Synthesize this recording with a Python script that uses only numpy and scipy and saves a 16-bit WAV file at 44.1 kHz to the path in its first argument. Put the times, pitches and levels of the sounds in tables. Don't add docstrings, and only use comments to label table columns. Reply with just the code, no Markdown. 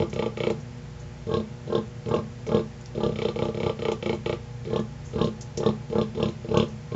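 import sys
import numpy as np
from scipy import signal
from scipy.fft import rfft, irfft
from scipy.io import wavfile

SR = 44100
rng = np.random.default_rng(int(sys.argv[2]) if len(sys.argv) > 2 else 0)


def unload_audio(sound):
    columns = np.transpose(np.atleast_2d(sound))
    steps = np.round(np.clip(columns, -1, 1) * 32767)
    wavfile.write(sys.argv[1], SR, steps.astype(np.int16))


N = 306495
TIME = np.arange(N) / SR


# rasp_from_pulses, rasp_until_pulses, chirp_top_hz, chirp_delay_s
RATTLING_GRUNTS = [(.001, .021, .021, 1, 0, -23, -24.5, -35, -38.5, -40, 0, 0, 4000, .002),
                   (.130, .224, 0.26, 3, 1, -27, -24.5, -34.5, -35.5, -41, -1, 0.057, 3790, 0.0019),
                   (.372, .469, .500, 3, 1, -29, -22.5, -33.5, -31, -43, 0, .5, 4540, 0.0027),
                   (3.158, 3.250, 3.285, 3, 1, -29, -25, -35, -34, -35, -1.1, .3, 4250, .0015),
                   (3.359, 3.421, 3.483, 2, 2, -27, -25.5, -35.5, -39, -39.5, -0.39, 0, 4260, .0035),
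                   (3.545, 3.663, 3.66, 4, 1, -24.5, -22.5, -32, -36, -39, -0.72, .5, 4180, 0.0028),
                   (3.791, 3.884, 3.917, 3, 1, -29.5, -23.5, -33.5, -33.5, -37.5, .3, 1, 3880, .002),
                   (4.026, 4.094, 4.129, 2, 1, -26.5, -24.5, -35.5, -31.5, -44, 0.12, 0.4, 4100, .002),
                   (4.260, 4.2945, 4.327, 1, 1, -28, -25.5, -36.5, -31.5, -42.5, 0, 0.11, 3700, 0.0011),
                   (6.445, 6.445, 6.445, 0, 0, -35.5, -35, -61, -56, -57, 0, 0.13, 3700, .002)]
# the same columns, then snout_db, snout_lower_hz, snout_upper_hz
NASAL_GRUNTS = [(1.268, 1.337, 1.399, 3, 2, -24, -24.5, -37.5, -58, -34, 0.058, 0.29, 4160, .002, -36, 1095, 1620),
                (1.675, 1.749, 1.778, 3, 1, -24.5, -23.5, -34.5, -61, -35, 0, 0.13, 4100, .002, -37.5, 1066, 1620),
                (2.060, 2.138, 2.188, 3, 2, -22, -23.5, -33, -49, -39, -0.57, 0.11, 4210, .002, -35.5, 1097, 1632),
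                (2.466, 2.544, 2.593, 3, 2, -21, -21.5, -31.5, -45.5, -37.5, -0.42, 0.79, 4200, .002, -37.5, 1078, 1660),
                (2.950, 3.032, 3.121, 3, 3, -24.5, -23, -35, -51.5, -34.5, 0.1, 0.16, 4300, .002, -44, 1190, 1700),
                (4.651, 4.758, 4.791, 4, 1, -25, -23.5, -35.5, -51, -36.5, -0.078, 0, 4320, .002, -40, 1084, 1740),
                (5.133, 5.211, 5.272, 3, 2, -20.5, -22.5, -33, -50.5, -33, 0, 0.72, 4250, .003, -37, 1075, 1633),
                (5.574, 5.660, 5.688, 3, 1, -23, -22, -31.5, -51, -32, 0, 0.15, 4200, .002, -39, 1100, 1780),
                (5.900, 5.982, 6.013, 3, 1, -22.5, -23.5, -33.5, -47.5, -37.5, 0.5, 1, 4310, .001, -39, 1087, 1656),
                (6.149, 6.226, 6.286, 3, 2, -22.5, -23.5, -35.5, -50.5, -31, 0.083, 0.36, 4050, .001, -41, 1053, 1655),
                (6.486, 6.57, 6.625, 3, 2, -19, -20.5, -31, -54, -29, -0.098, 0.98, 3720, .0005, -33, 1090, 1524),
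                (6.919, 6.974, 6.973, 2, 0, -25, -25.5, -39, -51.5, -40, 0, 0, 4200, .002, -35, 1092, 1630)]
# peak_after_crest_pulses, rise_db_per_pulse, fall_db_per_pulse, greatest_drop_db
RATTLING_SWELL = [(0.041, 2.4, 1.5, 10), (-0.16, 3.6, 2.5, 11), (-.16, 4.7, 3.5, 14), (-0.58, 3.2, 3.8, 12),
                  (0.38, 11, 6.6, 15)]
NASAL_SWELL = [(0.32, 3, 3, 12), (-.1, 4.8, 4, 18), (-.6, 8, 4.5, 28), (0.46, -0.8, 0, 8), (0, 11, 9, 19.5)]

def sow():
    pulses = pulse_train(NASAL_GRUNTS, NASAL_SWELL, shortest_gap_s=.0245)
    pulses += pulse_train(RATTLING_GRUNTS, RATTLING_SWELL, shortest_gap_s=.032)
    times, after_crest, chirp_hz, chirp_delay_s, *levels_db = np.transpose(pulses)
    chest_db, throat_db, mouth_db, snap_db, rasp_db = levels_db
    slack = np.clip((throat_db - snap_db - 3.5) / 14, 0, 1)
    mouth_db = mouth_db - 2.5 * slack * np.maximum(-after_crest - 1, 0)
    hiss_db = 0.55 * np.maximum(snap_db, rasp_db) - 24
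    boom_db = chest_db - 6 * (1 - slack) - 13.5
    return (throat(times, throat_db, slack) + chest(times, chest_db) + mouth(times, mouth_db)
            + snap(times, snap_db, 1 - slack) + rasp(times + chirp_delay_s, rasp_db, chirp_hz)
            + wet_hiss(times, hiss_db) + nostrils(times, 0.8 * mouth_db - 12)
            + snout() + opening_hum() + shed_boom(times, boom_db))


def pulse_train(grunts, swell, shortest_gap_s, slowing_s=.0005, rasp_hurry_s=.002, uneven_db=1):
    peak, rise, fall, greatest_drop_db = np.transpose(swell)
    voices = len(swell)
    is_rasp = np.arange(voices) == voices - 1
    pulses = []
    for start_s, crest_s, end_s, before, after, *voice in grunts:
        levels_db = voice[:voices]
        rasp_from, rasp_until, chirp_hz, chirp_delay_s, *_ = voice[voices:]
        first, last = -round(before), round(after)
        end_s = max(end_s, crest_s + last * shortest_gap_s)
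        for k in range(first, last + 1):
            time_s = np.interp(k, [first, 0, last], [start_s, crest_s, end_s])
            time_s += slowing_s * (k - first) * min(k, 0)
            rising_db = (peak + is_rasp * rasp_from - k) * rise
            falling_db = (k - peak - is_rasp * rasp_until) * fall
            drop_db = np.clip(np.maximum(rising_db, falling_db), 0, greatest_drop_db)
            pulse_db = levels_db - drop_db + uneven_db * rng.standard_normal(voices)
            delay_s = max(chirp_delay_s - rasp_hurry_s * max(k, -1), 0)
            pulses.append((time_s, k, chirp_hz, delay_s, *pulse_db))
    return pulses


def puffs(times, levels_db, turbulence, decay_s):
    out, t = np.zeros(N), TIME[:SR // 20]
    for start_s, db in zip(times, levels_db):
        puff = rng.standard_normal(len(t)) * np.exp(-t / decay_s)
        puff *= turbulence / np.sqrt(np.sum(puff ** 2))
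        puff[0] += 1
        add(out, start_s, from_db(db) * puff / np.hypot(1, turbulence))
    return out


def double_beat(times, levels_db, amount, lag_s, rebound_db):
    rebound = amount * from_db(rebound_db) + 1e-3
    first_db = levels_db - 10 * np.log10(1 + rebound ** 2)
    return np.r_[times, times + lag_s], np.r_[first_db, first_db + 20 * np.log10(rebound)]


# pitch_hz, width_hz, relative_db
THROAT_MODES = [(338, 31, -2.5), (412, 85, 7.5)]

def throat(times, levels_db, slack, sharp=.2, sink_s=.007):
    beats = double_beat(times, levels_db, slack, lag_s=0.00683, rebound_db=-9)
    thumps = puffs(*beats, turbulence=.6, decay_s=.008)
    ring = ringing(THROAT_MODES, low_hz=270, high_hz=540, window_s=0.0135)
    t = TIME[:len(ring)]
    hurried_t = t + sharp * sink_s * (1 - np.exp(-t / sink_s))
    return convolve(thumps, np.interp(hurried_t, t, ring))


# pitch_hz, width_hz, relative_db
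CHEST_MODES = [(101.6, 21, -8), (159, 31, 2), (205.5, 25, -1.5)]

def chest(times, levels_db):
    thuds = puffs(times, levels_db, turbulence=0.49, decay_s=0.0053)
    return convolve(thuds, ringing(CHEST_MODES, low_hz=62, high_hz=340, window_s=0.019))


# pitch_hz, width_hz, relative_db
MOUTH_MODES = [(595, 33, -1), (655, 50, -1), (765, 70, -5), (842, 55, 0), (1010, 16, -17.5)]

def mouth(times, levels_db):
    knocks = puffs(times, levels_db, turbulence=.6, decay_s=.008)
    return convolve(knocks, ringing(MOUTH_MODES, low_hz=534, high_hz=1440, window_s=0.016))


# pitch_hz, width_hz, relative_db
SNAP_MODES = [(2180, 410, 28), (2600, 330, 16), (3000, 370, 21.5), (4000, 300, -11.5)]
TWANG_MODES = [(1277, 59, 0)]

def snap(times, levels_db, tension):
    beats = double_beat(times, levels_db, tension, lag_s=0.00262, rebound_db=-5)
    cracks = puffs(*beats, turbulence=.45, decay_s=.003)
    bright = convolve(cracks, ringing(SNAP_MODES, low_hz=1920, high_hz=4100, window_s=0.0074))
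    twang = convolve(cracks, ringing(TWANG_MODES, low_hz=1100, high_hz=1520, window_s=0.012))
    return bright + from_db(-9) * twang


def rasp(times, levels_db, top_hz):
    flutter = chirps(times, levels_db, top_hz, swell_s=0.0017, tail_db=-21.5, tail_s=0.0095,
                     climb=0.426, glide_s=0.0034, window_s=0.0063)
    overtone = chirps(times, levels_db - 16, np.full(len(times), 5550), swell_s=0.0026, tail_db=-25,
                      tail_s=.007, climb=0.15, glide_s=0.003, window_s=0.0065)
    return flutter + overtone


def chirps(times, levels_db, top_hz, swell_s, tail_db, tail_s, climb, glide_s, window_s):
    out, t = np.zeros(N), TIME[:SR // 25]
    burst = t / swell_s * np.exp(-t / swell_s)
    tail = from_db(tail_db) * (1 - np.exp(-t / swell_s)) * np.exp(-t / tail_s)
    for start_s, db, hz in zip(times, levels_db, top_hz):
        pitch_ratio = 1 - climb * np.exp(-t / (glide_s * rng.lognormal(0, .25)))
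        tone = glide_tone(np.cumsum(pitch_ratio) / SR, hz * rng.normal(1, .025), width_hz=700, steady=2)
        chirp = (burst + tail) * tone
        add(out, start_s, from_db(db) * chirp * np.sqrt(window_s * SR / np.sum(chirp ** 2)))
    return out


# pitch_hz, width_hz, relative_db
HISS_MODES = [(4050, 330, 3.5), (5010, 600, -4), (6650, 260, -5)]

def wet_hiss(times, levels_db):
    spray = puffs(times, levels_db, turbulence=8, decay_s=.018)
    return convolve(spray, ringing(HISS_MODES, low_hz=2930, high_hz=7600, window_s=0.0048))


# pitch_hz, width_hz, relative_db
NOSTRIL_MODES = [(1087, 12, -0.5), (1162, 40, 8.5)]

def nostrils(times, levels_db):
    rush = puffs(times, levels_db, turbulence=14, decay_s=.022)
    return convolve(rush, ringing(NOSTRIL_MODES, low_hz=890, high_hz=1610, window_s=0.014))


def snout(lag_s=.007, swell_s=0.03, width_hz=70, upper_db=-10.5, arch=0.0297):
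    out, t = np.zeros(N), TIME[:SR // 4]
    swell = np.exp(-.5 * ((t - t.mean()) / swell_s) ** 2)
    clock_s = np.cumsum(1 - arch * (1 - swell)) / SR
    for _, crest_s, *_, db, lower_hz, upper_hz in NASAL_GRUNTS:
        for hz, level_db in (lower_hz, db), (upper_hz, db + upper_db):
            ring = swell * rms_one(glide_tone(clock_s, hz, width_hz, steady=1))
            add(out, crest_s + lag_s - t.mean(), from_db(level_db) * ring)
    return out


def opening_hum(lag_s=.028, swell_s=0.015, pitch_hz=430.4, width_hz=70, relative_db=-11.5):
    out, t = np.zeros(N), TIME[:SR // 8]
    swell = np.exp(-.5 * ((t - t.mean()) / swell_s) ** 2)
    for start_s, _, _, _, _, _, throat_db, *_ in NASAL_GRUNTS:
        ring = swell * rms_one(glide_tone(t, pitch_hz, width_hz, steady=0.98))
        add(out, start_s + lag_s - t.mean(), from_db(throat_db + relative_db) * ring)
    return out


# start_s, level_db, pitch_hz, decay_s
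TEAT_SMACKS = [(0.096, -42, 6400, 0.0079), (0.135, -37.5, 6400, 0.0053), (0.5, -37, 6850, 0.0067),
               (1.877, -44, 7060, 0.0032), (2.088, -35, 7200, 0.0029), (2.465, -44.5, 6100, 0.015),
               (2.81, -39, 7050, 0.0032), (2.858, -25.5, 5300, 0.0016), (3.916, -34, 6850, 0.0071),
               (4.795, -47, 6600, 0.0091), (5.048, -51.5, 6600, 0.055), (5.409, -34.5, 6300, .011),
               (5.573, -26.5, 5950, 0.0072), (6.572, -28.5, 6650, 0.0042)]

def piglets(width_hz=1400, attack_s=0.0023, faint_db=-51, faint_hz=6470, faint_decay_s=0.018):
    out, t = np.zeros(N), TIME[:SR // 8]
    faint_smacks = [(start_s, faint_db, faint_hz, faint_decay_s) for start_s in rng.random(8) * N / SR]
    for start_s, db, hz, decay_s in TEAT_SMACKS + faint_smacks:
        hiss = rms_one(resonate(rng.standard_normal(len(t)), hz, width_hz))
        envelope = (1 - np.exp(-t / attack_s)) * np.exp(-t / decay_s)
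        add(out, start_s, from_db(db) * hiss * envelope)
    return out


def straw(cracks_per_s, level_db):
    chance = cracks_per_s * from_db(6 * drift(5)) / SR
    cracks = (rng.random(N) < chance) * rng.standard_normal(N)
    bright = resonate(cracks, hz=5600, width_hz=3000)
    return from_db(level_db) * rms_one(resonate(bright, hz=3700, width_hz=4000))


def shed_boom(times, levels_db, pitch_hz=215, width_hz=22, build_s=0.017, t60_s=.3):
    energy, t = np.zeros(N), TIME[:SR // 2]
    fade = (1 - np.exp(-t / build_s)) * from_db(-60 * t / t60_s)
    for start_s, db in zip(times, levels_db):
        add(energy, start_s, (from_db(db) * fade / fade.max()) ** 2)
    return np.sqrt(energy) * rms_one(glide_tone(TIME, pitch_hz, width_hz, steady=2.7))


# delay_s, level_db
NEAR_ECHOES = [(.0022, -9.5), (.0083, -13.5), (0.0111, -19), (0.017, -11.5)]
# frequency_hz, t60_s, level_db
SHED_REVERB = [(120, .35, -13.5), (300, .24, -13.5), (800, .27, -8), (2500, .22, -8), (7000, .18, -7)]

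def shed(sound, build_s=0.0034, smear=0.0029):
    t = TIME[:SR // 2]
    response = signal.unit_impulse(len(t))
    for delay_s, db in NEAR_ECHOES:
        echo = np.exp(-.5 * ((t - delay_s) / (smear * delay_s + 1 / SR)) ** 2)
        response += from_db(db) * echo / echo.sum()
    octaves_hz = 45 * 2. ** np.arange(9)
    for low_hz, high_hz in zip(octaves_hz, octaves_hz[1:]):
        hz = np.sqrt(low_hz * high_hz)
        fade = from_db(-60 * t / at_hz(SHED_REVERB, hz)) * (1 - np.exp(-(t / build_s) ** 2))
        tail = rng.standard_normal(len(t)) * fade / np.sqrt(np.sum(fade ** 2))
        response += from_db(at_hz(SHED_REVERB, hz, column=2)) * band(tail, low_hz, high_hz, order=2)
    return convolve(sound, response)


# frequency_hz, width_hz, gain_db
SHED_STANDING_WAVES = [(193, 8, -9), (212, 15, 5), (260, 30, -9), (298, 32, -18), (338, 18, 2),
                       (444, 18, 2), (555, 30, -7), (594, 18, 4), (690, 40, -7), (837, 18, 3),
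                       (965, 20, -16), (1132, 20, -10), (3900, 90, -10)]

def microphone_spot(sound):
    for hz, width_hz, db in SHED_STANDING_WAVES:
        sound = sound + (from_db(db) - 1) * resonate(sound, hz, width_hz)
    return sound


# pitch_hz, level_db
FAN_TONES = [(57, -49), (120, -42), (147, -45), (240, -49), (360, -56.5), (480, -52), (590, -76),
             (840, -62)]

def fan_hum(waver_db, wander_rad):
    out = np.zeros(N)
    for hz, db in FAN_TONES:
        gain = from_db(db + waver_db * drift(4))
        out += gain * np.sin(2 * np.pi * hz * TIME + wander_rad * drift(6))
    return out


# frequency_hz, relative_db
FAN_AIR_SPECTRUM = [(20, -47), (32, -12), (52, -9), (90, 4), (150, 1.5), (230, -7.5), (350, -16),
                    (550, -13), (850, -17.5), (1200, -21.5), (2000, -22.5), (3500, -28), (6800, -31),
                    (8000, -30.5)]

def fan_air(level_db):
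    hz = np.arange(N // 2 + 1) * SR / N
    spectrum = rfft(rng.standard_normal(N)) * from_db(at_hz(FAN_AIR_SPECTRUM, hz))
    return from_db(level_db) * rms_one(irfft(spectrum, N))


def ringing(modes, low_hz, high_hz, window_s):
    click = band(signal.unit_impulse(SR // 4), low_hz, high_hz)
    ring = sum(from_db(db) * resonate(click, hz, width_hz) for hz, width_hz, db in modes)
    return ring / np.sqrt(np.sum(ring ** 2) / (window_s * SR))


def glide_tone(clock_s, hz, width_hz, steady):
    white = rng.standard_normal(len(clock_s)) + 1j * rng.standard_normal(len(clock_s))
    waver = signal.lfilter(*signal.butter(2, width_hz / SR), white)
    return np.imag((steady + waver / np.std(waver)) * np.exp(2j * np.pi * hz * clock_s))


def resonate(x, hz, width_hz):
    radius = np.exp(-np.pi * width_hz / SR)
    feedforward = np.array([1, 0, -1]) * (1 - radius ** 2) / 2
    feedback = [1, -2 * radius * np.cos(2 * np.pi * hz / SR), radius ** 2]
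    return signal.lfilter(feedforward, feedback, x + 1e-18)


def band(x, low_hz, high_hz, order=3):
    return signal.sosfilt(signal.butter(order, [low_hz, high_hz], "band", fs=SR, output="sos"), x)


def convolve(x, response):
    return signal.fftconvolve(x, response)[:N]


def add(track, start_s, sound):
    i = int(np.clip(round(start_s * SR), 0, N - 1))
    track[i:i + len(sound)] += sound[:N - i]


def drift(rate_hz):
    knots = rng.standard_normal(2000)
    return np.interp(TIME * rate_hz, np.arange(len(knots)), knots)


def at_hz(table, hz, column=1):
    table = np.array(table)
    return np.interp(np.log(np.maximum(hz, 1)), np.log(table[:, 0]), table[:, column])


def from_db(db):
    return 10 ** (np.asarray(db) / 20)


def rms_one(x):
    return x / np.sqrt(np.mean(x ** 2) + 1e-20)


def scene():
    pen = sow() + piglets() + straw(cracks_per_s=15, level_db=-77.5)
    room = microphone_spot(shed(pen) + fan_air(level_db=-42.5))
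    return (room + fan_hum(waver_db=3.2, wander_rad=0.4))[None]


def record(dry):
    stop_hz, stop_db = 8290, 50
    return signal.sosfilt(signal.cheby2(12, stop_db, stop_hz, fs=SR, output="sos"), dry)


dry = scene()
out = record(dry)
unload_audio(out)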